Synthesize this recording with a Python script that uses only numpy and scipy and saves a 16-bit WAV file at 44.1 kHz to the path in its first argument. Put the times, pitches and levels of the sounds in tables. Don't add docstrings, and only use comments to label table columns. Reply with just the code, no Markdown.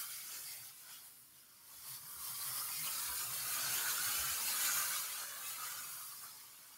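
import sys
import numpy as np
from scipy import signal
from scipy.fft import rfft, irfft, next_fast_len
from scipy.io import wavfile
from scipy.ndimage import map_coordinates

SR = 44100
rng = np.random.default_rng(int(sys.argv[2]) if len(sys.argv) > 2 else 0)


def int16_out(signal):
    q = np.round(np.clip(np.atleast_2d(signal).T, -1, 1) * 32767)
    wavfile.write(sys.argv[1], SR, q.astype(np.int16))


N = 298557


# pitch in Hz, relative level in dB per Hz.
FLAP_COLOUR = [(170, -16), (250, -15.5), (350, -15), (550, -10.5), (720, -8.5), (950, -4), (1150, -2.5),
               (1480, -2), (1750, -8), (2000, -18)]
# pitch in Hz, relative level in dB per Hz.
CRINKLE_HANGING = [(1550, -12.5), (2100, -3), (2700, -7.5), (3300, -3), (3800, -7), (4500, -0.5),
                   (5300, 0.5), (6100, -3), (7000, -2.5), (7800, -7.5), (8600, -15)]
# pitch in Hz, relative level in dB per Hz.
CRINKLE_WHIRLING = [(1600, -11), (2200, -0.5), (3000, -3), (3700, -4), (4350, 0.5), (4900, -2),
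                    (5650, -4.5), (6500, 0.5), (7050, 1), (7700, -4), (8600, -4)]
# pitch in Hz, relative level in dB per Hz.
BRUSH_COLOUR = [(7500, -14.5), (8150, -6), (9200, -2), (10600, -1.5), (11700, -0.6), (12900, -3),
                (15700, -4)]
# time in seconds, level in dB.
FLAP_LEVEL = [(0.05, 0), (.5, -4.5), (.9, 1), (1.4, 1.5), (2.1, 0.9), (2.5, 6.5), (2.78, -2.5), (3.05, 1.5),
              (3.7, 0.2), (4.8, 1), (5.1, -2.5), (5.65, 4), (6.1, -1.2), (6.27, 0.5), (6.77, -1)]
# middle in seconds, half-length in seconds, swell of the flapping in dB.
FLAPS = [(0.2, .04, -0.5), (0.34, .035, 2.5), (0.46, .025, 0.5), (0.65, .025, 2), (0.89, 0.031, 8),
         (1.62, .02, 2), (1.74, 0.023, 5), (1.87, 0.027, 7), (2.3, .03, 0.5), (2.37, .018, -5),
         (2.48, .025, -0.5), (2.54, 0.022, -3), (2.59, 0.036, 3), (2.88, 0.033, 4.5), (2.98, .05, 0),
         (3.19, 0.034, -1), (3.32, 0.022, -0.5), (3.49, 0.044, 0.5), (3.8, 0.025, 1), (3.9, 0.023, 0.5),
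         (4.05, .025, 1.5), (4.13, .025, 0), (4.54, 0.03, 0.5), (4.67, 0.03, 3), (4.78, 0.02, 1.5),
         (4.92, 0.029, 2.5), (5.23, .025, 5), (5.42, .025, 1), (5.65, .035, 0.5), (5.78, .025, 1),
         (5.89, .02, 1.5), (6.13, 0.018, 2.5), (6.19, 0.023, -2), (6.25, 0.027, 7)]
# middle in
# seconds, half-length in seconds, swell of the crinkling in dB, swell of the brushing in dB.
STROKES = [(0.15, 0.055, 3.5, 2), (0.35, 0.046, 4, 2), (0.512, 0.063, 2, 2), (0.67, 0.042, 4.5, 3.5),
           (0.799, 0.046, 3.5, 3.7), (0.926, 0.061, 8, 5), (1.063, 0.025, 0.5, 3), (1.2, 0.078, -0.5, 3),
           (1.377, 0.036, 3.9, 3), (1.757, 0.074, 4.5, 3.5), (1.897, 0.051, 7, 7.5), (1.957, 0.028, 5.5, 4),
           (2.11, 0.043, -1, 2.5), (2.175, 0.02, -2, -1.5), (2.265, 0.082, 2, 3), (2.458, 0.058, 1.9, 3.5),
           (2.572, 0.038, 2.8, 3.5), (2.67, 0.045, -0.5, 1.5), (2.865, 0.052, 1.5, 2),
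           (3.035, 0.039, 1.5, 2.5), (3.135, 0.05, -3, 0.5), (3.2, 0.071, 4, 3), (3.286, 0.039, -2.0, -1),
           (3.336, 0.052, 2.5, 2.5), (3.53, 0.061, 1.5, 2), (3.617, 0.068, 2, 0.5), (3.754, 0.031, 2, 2.5),
           (3.903, 0.026, 2.5, 1.5), (4.064, 0.034, 1.5, 3), (4.173, 0.046, 2.5, 2), (4.32, 0.045, 2, 1),
           (4.492, 0.045, 3, 2), (4.638, 0.05, 3, 2), (4.77, 0.037, 0.5, 2), (4.956, 0.043, 3.5, 0.5),
           (5.178, 0.087, 2, 0), (5.497, 0.049, 3, 4), (5.665, 0.057, 3, 3), (5.79, 0.048, 2, 0.5),
           (6.007, 0.16, 0.2, 3), (6.13, 0.025, 0, 0.5), (6.24, 0.03, 1.5, 4), (6.417, 0.025, 2, 1.5)]
SQUEAK_DB = -14


def pompoms():
    force, flare = effort(), openness()
    crinkle_swell, brush_swell = swells(STROKES)

    flap_db = -56.3 + 0.89 * force + 5.9 * flare + swells(FLAPS)[0] + curves(FLAP_LEVEL)[0]
    crinkle_db = -47.7 + force + 2.0 * flare + crinkle_swell
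    brush_db = -41.9 + force - 2.3 * flare + brush_swell

    flaps = shifting(snaps(rate=3000, spread_db=2), patch_db=2.5, width_hz=170.6, life=.035)
    flaps = room(flaps, echo_db=-11, wet_db=-7)
    flaps = peaked(coloured(flaps, FLAP_COLOUR))

    folds = shifting(snaps(rate=6000, spread_db=0.5), patch_db=1.78, width_hz=312.0, life=.03)
    folds = folds + amp(SQUEAK_DB) * squeaks()
    folds = room(folds, echo_db=-4.5, wet_db=-12)
    folds = flaring(folds, CRINKLE_HANGING, CRINKLE_WHIRLING)

    edges = shifting(snaps(rate=14000, spread_db=0.9), patch_db=0.65, width_hz=1240, life=0.043)
    edges = room(edges, echo_db=-9.5, wet_db=-18)
    edges = coloured(edges, BRUSH_COLOUR)
    return amp(flap_db) * flaps + amp(crinkle_db) * folds + amp(brush_db) * edges


# time in seconds, effort in dB.
EFFORT = [(0, -44.5), (0.08, -52), (0.55, -53.5), (0.76, -62.5), (1.08, -61), (1.16, -65), (1.3, -68),
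          (1.6, -65.5), (1.82, -60.5), (2.18, -54), (2.24, -51), (2.95, -44.5), (3.3, -47), (3.7, -42),
          (4.4, -42.5), (4.8, -40.5), (5.08, -46), (5.33, -50.5), (5.75, -50.5), (6.2, -55.5), (6.5, -60.5),
          (6.77, -61.5)]
FULL_EFFORT_DB = -45


def effort():
    return curves(EFFORT)[0] - FULL_EFFORT_DB


# time in seconds, openness from 0 (hanging) to 1 (whirling close by).
FLARE = [(0, 0.23), (.5, 0.4), (1.1, 0.078), (2.6, 0.035), (3.0, 0.77), (3.4, 0.65), (3.7, 1), (4.8, 0.81),
         (5.7, 0.93), (6.1, 0.4), (6.77, 0.53)]


def openness():
    return np.clip(curves(FLARE)[0], 0, 1)


def flaring(x, hanging, whirling):
    flare = openness()
    return (1 - flare) * coloured(x, hanging) + flare * coloured(x, whirling)


def snaps(rate, spread_db):
    chance = rng.random(N)
    size = np.clip(rng.standard_normal(N), -3, 3)
    sign = rng.choice([-1, 1], N)
    return unit((chance < rate / SR) * sign * amp(spread_db * size))


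def shifting(x, patch_db, width_hz, life):
    hz, t, z = signal.stft(x, SR, nperseg=512)
    knots = rng.standard_normal((400, 800))
    grid = np.meshgrid(hz / width_hz, t / life, indexing="ij")
    field = map_coordinates(knots, grid, mode="wrap")
    return signal.istft(z * amp(patch_db * field), nperseg=512)[1][:N]


# time in seconds, centre in Hz, height in dB.
FLAP_PEAK = [(0, 1420, 11), (.5, 1400, 1.5), (.9, 1330, 4), (1.6, 1260, 2.5), (1.9, 1210, 4.5),
             (2.55, 1170, 9), (3.0, 1300, 10), (3.3, 1270, 5), (3.69, 1470, 8), (4.3, 1490, 8),
             (4.7, 1480, 7), (5.0, 1410, 6.5), (5.3, 1510, 5.5), (5.7, 1370, 10.5), (5.95, 1220, 7.5),
             (6.3, 1250, 4), (6.77, 1320, 3)]


def peaked(x, half_width_octaves=0.41):
    hz, t, z = signal.stft(x, SR, nperseg=1024)
    s, *cols = np.transpose(FLAP_PEAK)
    centre, height = (np.interp(t, s, c) for c in cols)
    octaves_off = np.log2((hz[:, None] + 1) / centre)
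    gain = amp(height * np.exp(-(octaves_off / half_width_octaves) ** 2))
    power = np.mean(np.abs(z) ** 2, axis=1) @ gain ** 2
    return unit(signal.istft(z * gain / np.sqrt(power), nperseg=1024)[1][:N])


SQUEAK_RATE, SQUEAK_HZ, SQUEAK_S = 110, 4795, 0.03


def squeaks(spread_db=5, octaves=.8, glide=0.044):
    place, pitch, size, bend = rng.random((int(SQUEAK_RATE * N / SR), 4)).T[:, :, None]
    n = int(SQUEAK_S * SR)
    u = np.arange(n) / n
    hz = SQUEAK_HZ * 2 ** (octaves * (2 * pitch - 1)) * (1 + glide * (2 * bend - 1) * u)
    swell = np.sin(np.pi * np.sqrt(u)) ** 2
    chirps = amp(spread_db * size) * swell * np.sin(2 * np.pi * np.cumsum(hz, axis=1) / SR)
    where = (place * N).astype(int) + np.arange(n)
    return unit(np.bincount(where.ravel(), chirps.ravel(), N)[:N])


# pitch in Hz, time in seconds to fall by 60 dB.
ROOM_RING = [(150, 0.19), (1500, 0.082), (6000, 0.11), (15000, 0.039)]
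# time in seconds, change in dB.
ECHO_LEVEL = [(0, -1), (.4, 4), (1.2, -6), (1.8, -2), (2.6, -6), (2.82, 2), (3.25, 6), (3.8, 1), (4.0, -3),
              (4.4, 1), (4.8, -3.5), (5.25, 3), (5.8, 3), (6.4, -3)]


def room(x, echo_db, wet_db, life=.14, count=4):
    hop = int(np.clip(life, .05, .4) * SR)
    out, padded = np.zeros(N + 2 * SR), np.pad(x, (hop, 2 * hop))
    fade = np.sin(np.pi * np.arange(2 * hop) / (2 * hop))
    echo = amp(echo_db + curves(ECHO_LEVEL)[0])
    starts = np.arange(0, N + hop, hop)

    hz, t, z = signal.stft(rng.standard_normal((140, SR // 6)), SR, nperseg=256)
    decay = amp(-60 * t / along(ROOM_RING, hz)[:, None])
    tails = signal.istft(z[:len(starts)] * decay, SR, nperseg=256)[1]

    delays = rng.triangular(.0009, .0019, .0075, (len(z), count))
    signs = rng.choice([-1, 1], (len(z), count))
    for start, tail, delay, sign in zip(starts, tails, delays, signs):
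        paths = amp(wet_db) * tail / np.linalg.norm(tail)
        paths[(delay * SR).astype(int)] += sign * echo[min(start, N - 1)] / np.sqrt(count)
        heard = signal.fftconvolve(padded[start:start + 2 * hop] * fade, paths)
        out[start:start + len(heard)] += heard
    return unit((x + out[hop:hop + N]) / np.sqrt(1 + echo ** 2 + amp(2 * wet_db)))


# time in seconds, level in dB before the swells.
WHOOSH_LEVEL = [(2.1, -88), (2.5, -72.5), (3.3, -82), (3.7, -64), (4.1, -70), (4.5, -71), (4.8, -70),
                (5.1, -90)]
# pitch in Hz, relative level in dB per Hz.
WHOOSH_COLOUR = [(200, -8), (260, -0.5), (380, -1), (500, -5), (650, 3), (850, -4)]


def whoosh():
    level_db = curves(WHOOSH_LEVEL)[0] + swells(FLAPS)[0]
    return amp(level_db) * coloured(rng.standard_normal(N), WHOOSH_COLOUR)


# start in seconds, length in seconds, level in dB before the fades, first Hz, last Hz.
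SWISHES = [(0.111, 0.074, -58, 4600, 4940), (0.1, 0.2, -64, 2150, 2050), (0.212, 0.17, -65, 4800, 4950),
           (0.217, 0.32, -58.5, 7000, 7100), (0.424, 0.15, -58, 5120, 5200), (0.445, 0.17, -63, 2070, 2115),
           (0.856, 0.17, -65, 3260, 3270), (2.4, 0.035, -49.5, 4200, 4380),
           (2.478, 0.064, -52.5, 5000, 5600), (2.545, 0.049, -53, 5600, 4750),
           (2.572, 0.055, -48.5, 4700, 5530), (2.677, 0.033, -55, 1960, 2060),
           (2.701, 0.14, -55, 5240, 5250), (2.859, 0.044, -49.5, 3030, 2860),
           (2.895, 0.09, -53, 4700, 4700), (3.383, 0.052, -50, 4500, 4670), (3.968, 0.19, -49, 6040, 7030),
           (4.557, 0.32, -44, 7050, 6680), (5.202, .2, -58, 1620, 1715), (5.22, 0.13, -65, 6700, 6500),
           (5.649, 0.051, -55, 2025, 1970)]


def swishes(width=0.058):
    out = np.zeros(N)
    for s, length, db, first_hz, last_hz in SWISHES:
        n = int(length * SR)
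        glide = np.exp(2j * np.pi * np.cumsum(np.linspace(first_hz, last_hz, n)) / SR)
        noise = rng.standard_normal(n) + 1j * rng.standard_normal(n)
        scrape = signal.lfilter(*signal.butter(2, width * first_hz, fs=SR), noise)
        hiss = unit((scrape * glide).real)
        out[round(s * SR):][:n] += amp(db) * hiss * np.sin(np.pi * np.arange(n) / n)
    return out


# start in seconds, peak in dB.
TICKS = [(3.497, -35), (4.622, -36), (6.59, -47)]


def ticks(t60=0.0018):
    out, t = np.zeros(N), np.arange(SR // 100) / SR
    for s, db in TICKS:
        snap = rng.standard_normal(len(t)) * amp(-60 * t / t60)
        out[round(s * SR):][:len(t)] += amp(db) * snap / np.abs(snap).max()
    return out


# peak time in seconds, peak in dB, pitch in Hz, half-length in seconds.
BUMPS = [(0.615, -66, 126, .03), (1.79, -70, 72, 0.027), (1.92, -61, 131, 0.026), (2.05, -64, 143, 0.021),
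         (2.19, -68, 68, .05), (2.32, -60, 137, 0.029), (2.41, -66, 72, .028), (2.5, -58, 128, 0.037),
         (2.64, -69, 119, .025), (2.82, -57, 152, 0.038), (2.83, -65, 236, 0.035), (3.11, -57.5, 69, 0.033),
         (3.2, -64, 118, .025), (3.3, -57.5, 129, 0.064), (3.31, -69, 70, .03), (3.42, -64, 128, 0.04),
         (3.435, -64, 72, .022), (3.648, -67, 241, 0.085), (3.68, -57, 127, 0.05), (3.9, -61, 128, 0.041),
         (4.08, -57, 118, 0.015), (4.21, -53, 67, .03), (4.27, -58.5, 137, 0.025), (4.32, -56, 71, 0.02),
         (4.385, -65, 68, 0.026), (4.64, -65, 136, 0.02), (4.78, -65, 129, 0.03), (4.87, -67, 72, 0.017),
         (5.78, -70, 72, .025)]


def bumps(waver=0.78, waver_rate=45):
    out, t = np.zeros(N), np.arange(-SR // 4, SR // 4) / SR
    for s, db, hz, length in BUMPS:
        drift = map_coordinates(rng.standard_normal(100), [(t - t[0]) * waver_rate], mode="wrap")
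        boom = np.sin(2 * np.pi * (hz * t + rng.random()) + waver * drift)
        out[round((s + t[0]) * SR):][:len(t)] += amp(db) * np.exp(-(t / length) ** 2) * boom
    return out


# time in seconds, level in dB.
RUMBLE_LEVEL = [(0, -77.5), (.6, -76), (.8, -80), (1.65, -83), (1.9, -74.5), (2.7, -71), (3.3, -68.5),
                (3.8, -68), (4.4, -70.5), (4.9, -74), (5.3, -76.5), (5.85, -73.5), (6.3, -78), (6.77, -86)]


def handling():
    colour = [(55, -19), (70, 0.0), (100, -0.5), (130, 7.0),  # (Hz, relative dB per Hz)
              (175, -5.5), (240, -6.0), (330, -15.5), (450, -9)]
    return amp(curves(RUMBLE_LEVEL)[0]) * coloured(rng.standard_normal(N), colour)


# pitch in Hz, relative level in dB per Hz.
HUM_COLOUR = [(22, 12), (42, -2), (62, -7), (90, -7.5), (125, -8), (180, -5), (245, -1), (320, -3.5),
              (420, -7.5), (600, -20), (1200, -12), (2500, -8.5), (5000, -9.5), (8000, -18), (15000, -23)]


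def room_hum():
    return amp(-74.0) * coloured(rng.standard_normal(N), HUM_COLOUR)


def amp(db):
    return 10 ** (np.asarray(db) / 20)


def unit(x):
    return x / np.sqrt(np.mean(x ** 2) + 1e-20)


def along(points, hz):
    f, v = np.transpose(points)
    return np.interp(np.log(hz + 1), np.log(f + 1), v)


def curves(rows):
    s, *cols = np.transpose(rows)
    return [np.interp(np.arange(N) / SR, s, c) for c in cols]


def swells(rows):
    s, length, *heights = np.transpose(rows)
    t = np.arange(0, N, 100) / SR
    shape = np.exp(-((t - s[:, None]) / length[:, None]) ** 2)
    return curves(np.column_stack([t, *(np.array(heights) @ shape)]))


def filtered(x, response):
    m = next_fast_len(N + SR // 2)
    return irfft(rfft(x, m) * response(np.fft.rfftfreq(m, 1 / SR)), m)[..., :N]


def coloured(x, spectrum):
    lo, hi = spectrum[0][0], spectrum[-1][0]

    def response(hz):
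        skirts = np.minimum(hz / lo, 1) ** 4 / np.maximum(hz / hi, 1) ** 8
        return amp(along(spectrum, hz)) * skirts

    return unit(filtered(x, response))


def scene():
    sound = pompoms() + whoosh() + swishes() + ticks() + bumps() + handling() + room_hum()
    return np.array([sound, sound])


LOW_CUT_HZ, TOP_HZ = 55, 15750


def record(dry):
    return filtered(dry, lambda hz: (hz < TOP_HZ) * np.clip(hz / LOW_CUT_HZ, .6, 1) ** 4)


dry = scene()
out = record(dry)
int16_out(out)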